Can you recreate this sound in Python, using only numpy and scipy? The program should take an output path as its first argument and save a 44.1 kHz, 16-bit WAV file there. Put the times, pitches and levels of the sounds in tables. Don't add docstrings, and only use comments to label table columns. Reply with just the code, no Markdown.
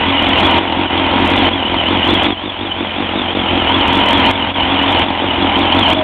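import sys
import numpy as np
from scipy import signal
from scipy.fft import rfft, irfft, next_fast_len
from scipy.io import wavfile
from scipy.ndimage import uniform_filter1d

SR = 44100
rng = np.random.default_rng(int(sys.argv[2]) if len(sys.argv) > 2 else 0)


def output_pcm(signal):
    pcm = np.clip(np.atleast_2d(signal).T, -1, 1) * 32767
    wavfile.write(sys.argv[1], SR, np.round(pcm).astype(np.int16))


def gain_from_db(level_db):
    decades = np.asarray(level_db, float) / 20
    return 10 ** decades


N = 265923
T = np.arange(N) / SR

# (time [s], clatter level after the step [dB])
GAIN_STEPS = [
    (0, -22.5),
    (0.589, -26.5),
    (1.491, -27),
    (2.272, -26.5),
    (2.31, -29),
    (2.335, -33.5),
    (4.314, -25.5),
    (5.042, -27),
    (5.937, -28),
]
# (time [s], depth [dB], half width [s])
GAIN_DIPS = [(0.883, 6.5, .015), (2.35, 2.5, .015), (3.344, 7.5, .008), (4.534, 11.5, 0.017)]
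# (time [s], length [s], first tick level [dB], last tick level [dB])
OVERLOAD_BURSTS = [(.2256, .0209, -30, -34), (0.289, .0236, -27, -48), (.384, .0182, -28.5, -25),
                   (.4088, .0385, -26.5, -32), (.4534, .0146, -32.5, -25.5), (0.5117, .0701, -27, -29),
                   (1.1922, .0185, -37, -35.5), (1.2532, .0232, -31.5, -23.5), (1.3035, .0207, -25, -37.5),
                   (1.365, .0235, -27, -30), (1.439, .0175, -42, -33.5), (2.0536, .0236, -31.5, -27.5),
                   (2.102, .0406, -30.5, -22.5), (2.2345, 0.022, -25, -33.5), (3.581, .0208, -41, -38),
                   (3.6862, 0.01, -36, -38), (3.7876, .0124, -33.5, -44), (3.8787, .0063, -25, -28.5),
                   (3.9335, .0226, -25, -25), (3.975, .0257, -25.5, -36), (4.06, .0294, -27, -21),
                   (4.108, .0239, -25, -20), (4.179, .0197, -28.5, -29), (4.261, .0514, -26, -19.5),
                   (4.831, .0922, -32.5, -26.5), (4.994, .0222, -26, -27), (5.5754, .0182, -36.5, -27.5),
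                   (5.7506, .0446, -31.5, -23), (5.8384, .0491, -29.5, -27.5), (5.903, .0308, -19.5, -23)]
# (frequency [Hz], level [dB])
MICROPHONE = [(20, -27.5), (40, 6), (70, 5.5), (3500, 0), (3800, -6.5), (4100, -20), (4500, -28),
              (6000, -60.5)]
# (frequency [Hz], level [dB])
CONVERTER = [(15, -0.5), (40, -2.5), (4000, -0.5), (4400, -7.5), (4650, -28.5), (4800, -84.5), (5200, -110)]
# (time [s], pitch [Hz], level [dB])
PANEL_HUM = [
    (5.87, 643, -29.5),
    (5.886, 647, -20),
    (5.936, 631.5, -25.5),
    (5.948, 653, -44.5),
    (5.966, 635, -22.5),
    (6.03, 622, -21),
]
# (pitch as a multiple of the firing rate [count], level [dB])
GEAR_MESH = [(72, 0), (67.5, -11), (76.5, -12), (47, -17), (23, -10)]
# (frequency [Hz], level [dB])
WHINE_COVER = [(2600, -14.5), (2950, 3), (3100, 0.5), (3230, -4), (3370, 1), (3450, -3.5), (3700, -0.5)]
# (frequency [Hz], level [dB per Hz])
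CLATTER_SPECTRUM = [(25, -16), (60, 1), (140, -10.5), (200, 7), (400, -1), (600, 5), (1200, -3), (1700, -2),
                    (2400, 1.5), (3000, 3.5), (3600, -1.5), (5000, 1)]
# (frequency [Hz], width [Hz], level [dB])
COVER_MODES = [(885, 97, 1.5), (796, 72, 2), (983, 20, -6), (698, 140, -8)]
# (frequency [Hz], width [Hz], level [dB])
FIN_MODES = [(1333, 66, -6), (1386, 240, -1), (2035, 37, -0.5), (2217, 30, -3), (2427, 28, 3.5)]
# (frequency [Hz], width [Hz], level [dB])
PIPE_MODES = [(303, 82, 0.5), (246, 15, -4.5), (321, 23, 2.5), (468, 31, -3.5)]
# (frequency [Hz], width [Hz], level [dB])
CAN_MODES = [(93.4, 31, 2.5), (46.7, 7.4, -19.5)]
# (time [s], pipe mode above bark [dB],
# clutch cover mode above covers [dB], covers above clatter [dB], whine above clatter [dB])
VIEWPOINT = [(0, -2, -10, -0.5, 3.5), (.6, -9, -1, 3.5, 2), (1.1, -7, 1, 3, -0.5),
             (1.5, -5.5, -1, 1.5, 2.5), (1.8, -16.5, -5, 2, 6), (2.3, -15, -12.5, 4, 7),
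             (3.5, -14.5, -20.5, 3.5, 3.5), (3.7, -10, 5.5, 2.5, 5), (4.3, -4, 5, 0, 1),
             (4.6, -4.5, -4.5, 2, 3.5), (5.3, -5, -8.5, 4.5, 3), (5.75, -5.5, -6, 5, 4),
             (6.03, -5, 3, 3, 4)]
# (time [s], mean firing rate [1/s], burn strength [dB], strong-weak swing [dB])
LOPE = [(-.09, 43.4, -2, 0), (.285, 42.8, 0.5, 0), (.62, 44.3, 3, 2.5), (.995, 43.5, 3.5, 1.5),
        (1.36, 45.7, 3.5, 0), (1.74, 42.4, 3, 1.5), (2.12, 45.3, 4, 3.5), (2.46, 46.6, 2, 5),
        (2.82, 45, 3.5, 4), (3.175, 47.2, 4, 3.5), (3.56, 42.5, 4.5, 2.5), (3.955, 44, 1, 1.5),
        (4.34, 43.8, -1.5, 1), (4.72, 43.7, -0.5, -0.8), (5.07, 44.5, 1.5, 2.5), (5.42, 43.2, 3, 2.5),
        (5.79, 45, 2, 3), (6.16, 42.6, 3, 4.5)]


def evened(x):
    return x / np.sqrt(np.mean(x ** 2) + 1e-20)


def curve(rows, column):
    rows = np.array(rows)
    return np.interp(T, rows[:, 0], rows[:, column])


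def read(points, hz):
    f, db = np.transpose(points)
    return np.interp(np.log(hz + 1), np.log(f + 1), db)


def colour(x, points):
    size = next_fast_len(N + 4096)
    gain = gain_from_db(read(points, np.fft.rfftfreq(size, 1 / SR)))
    return irfft(rfft(x, size) * gain, size)[:N]


def resonate(x, hz, width):
    carrier = np.exp(2j * np.pi * np.cumsum(hz * np.ones(N)) / SR)
    decay = np.exp(-np.pi * width / SR)
    smoothed = signal.lfilter([1 - decay], [1, -decay], x / carrier)
    return 2 * (carrier * smoothed).real


def body(x, modes):
    return evened(sum(gain_from_db(db) * evened(resonate(x, hz, width)) for hz, width, db in modes))


def firings(turns, spread_db, early):
    count = np.floor(turns + early).astype(int)
    size = gain_from_db(spread_db * rng.standard_normal(400))[count]
    return size * (np.diff(count, prepend=count[0]) > 0)


def puffs(turns, depth, sharp):
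    swell = np.exp(sharp * (np.cos(2 * np.pi * turns) - 1))
    return (1 + depth * swell) * rng.standard_normal(N)


def lope():
    burns = np.interp(T, [row[0] for row in LOPE], 2 * np.arange(len(LOPE)))
    return np.cos(2 * np.pi * burns)


def burn_db():
    return curve(LOPE, 2) + curve(LOPE, 3) * lope()


def crank():
    zigzag = np.arcsin(.97 * lope()) / np.arcsin(.97)
    drift = evened(uniform_filter1d(uniform_filter1d(rng.standard_normal(N), 1800), 1800))
    swing = 3.5 + .18 * curve(LOPE, 3)
    return curve(LOPE, 1) + swing * zigzag + .35 * drift


def camera_db():
    creep_db_per_s, step_s = 8, 0.0027
    s, db = np.transpose(GAIN_STEPS)
    last = np.maximum(np.searchsorted(s, T, side="right") - 1, 0)
    ramp = db[last] + creep_db_per_s * (T - s[last])
    dips = sum(depth_db * np.exp(-((T - at) / width) ** 2) for at, depth_db, width in GAIN_DIPS)
    return uniform_filter1d(ramp, round(step_s * SR)) - dips


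def crackle(x):
    s, length, first_db, last_db = np.transpose(OVERLOAD_BURSTS)[:, :, None]
    place, weak = rng.random((len(OVERLOAD_BURSTS), 2, 5)).transpose(1, 0, 2)
    at = np.hstack([s, s + length, s + length * place])
    between_db = np.maximum(first_db, last_db) - 5 - 26 * weak
    db = np.hstack([first_db, last_db, between_db])
    train = np.zeros(N)
    train[np.round(at * SR).astype(int)] = gain_from_db(db + 8.0)
    cap = np.exp(-(np.arange(-8, 9) / 1.41) ** 2)
    return x - np.convolve(train * np.sign(x), cap, "same")


def panel():
    turns = np.cumsum(curve(PANEL_HUM, 1)) / SR
    neighbour = .4 * np.sin(2 * np.pi * 1.155 * turns)
    tone = np.sqrt(2) * (np.sin(2 * np.pi * turns) + neighbour)
    onset = np.clip((T - PANEL_HUM[0][0]) / 0.022, 0, 1)
    return gain_from_db(curve(PANEL_HUM, 2) + 2.5) * tone * onset


def whine(speed, turns):
    kick = .013 * np.sin(2 * np.pi * turns) + .005 * np.sin(np.pi * turns / 2)
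    near_db = -3 + 11 * np.exp(-(T / 0.23) ** 2)
    out = np.zeros(N)
    for order, db in GEAR_MESH:
        hz = order * speed * (1 + kick)
        load = gain_from_db(3.1 * evened(uniform_filter1d(rng.standard_normal(N), 400)))
        rough = load * puffs(turns, depth=.4, sharp=1.2)
        fuzz = resonate(resonate(rough, hz, 110), hz, 260)
        cover_db = read(WHINE_COVER, hz) if order > 60 else near_db
        out = out + gain_from_db(db + cover_db) * evened(fuzz)
    return gain_from_db(curve(VIEWPOINT, 4) - 0.76) * evened(out)


def engine(turns):
    knocks = evened(firings(turns, spread_db=6.0, early=.05))
    clatter = colour(evened(puffs(turns, depth=1.0, sharp=13.0)) + 0.11 * knocks, CLATTER_SPECTRUM)
    clatter = clatter * gain_from_db(.15 * burn_db())
    midrange = signal.butter(4, [1250, 2600], "bandpass", fs=SR, output="sos")
    reference = signal.sosfilt(midrange, clatter).std()
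    shake = puffs(turns, depth=0.09, sharp=1.5) + 0.28 * knocks
    clutch_cover = gain_from_db(curve(VIEWPOINT, 2) - 5.5) * evened(resonate(shake, 926.6, 32))
    covers = gain_from_db(curve(VIEWPOINT, 3) - 2.0) * (body(shake, COVER_MODES) + clutch_cover)
    fins = gain_from_db(-10.5) * body(clatter, FIN_MODES)
    return gain_from_db(-1.0) * clatter / reference + covers + fins


def exhaust(turns):
    ring_hz = 274
    blows = firings(turns, spread_db=2.0, early=0.061)
    echoed = evened(blows + .4 * np.roll(blows, round(SR / 91)))
    drive = echoed + .27 * puffs(turns, depth=1.2, sharp=1.2)
    bark = evened(resonate(body(drive, PIPE_MODES), 247, 260))
    ring = evened(resonate(resonate(drive, ring_hz, 18), ring_hz, 140))
    pumping = evened(blows) + .3 * rng.standard_normal(N)
    boom = body(resonate(pumping, 75, 70), CAN_MODES)
    burn = burn_db()
    pipe = gain_from_db(1.77 * burn - 6.0) * bark + gain_from_db(.55 * burn + curve(VIEWPOINT, 1)) * ring
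    boom_db = -7 + 0.35 * curve(LOPE, 2) + 0.53 * curve(LOPE, 3) * lope()
    return pipe + gain_from_db(boom_db) * boom


def scene():
    speed = crank()
    turns = .5 + np.cumsum(speed) / SR
    bike = exhaust(turns) + engine(turns) + whine(speed, turns)
    return (gain_from_db(camera_db()) * bike + panel())[None]


def band_limit(x):
    return signal.sosfilt(signal.butter(12, 15890, fs=SR, output="sos"), x)


def record(dry):
    rail = .72
    heard = np.clip(colour(dry[0], MICROPHONE), -.65, .65)
    hiss = gain_from_db(-39) * rng.standard_normal(N)
    narrow = colour(heard + hiss, CONVERTER)
    mix = crackle(np.clip(narrow, -rail, rail))[None]
    return band_limit(mix)


dry = scene()
out = record(dry)
output_pcm(out)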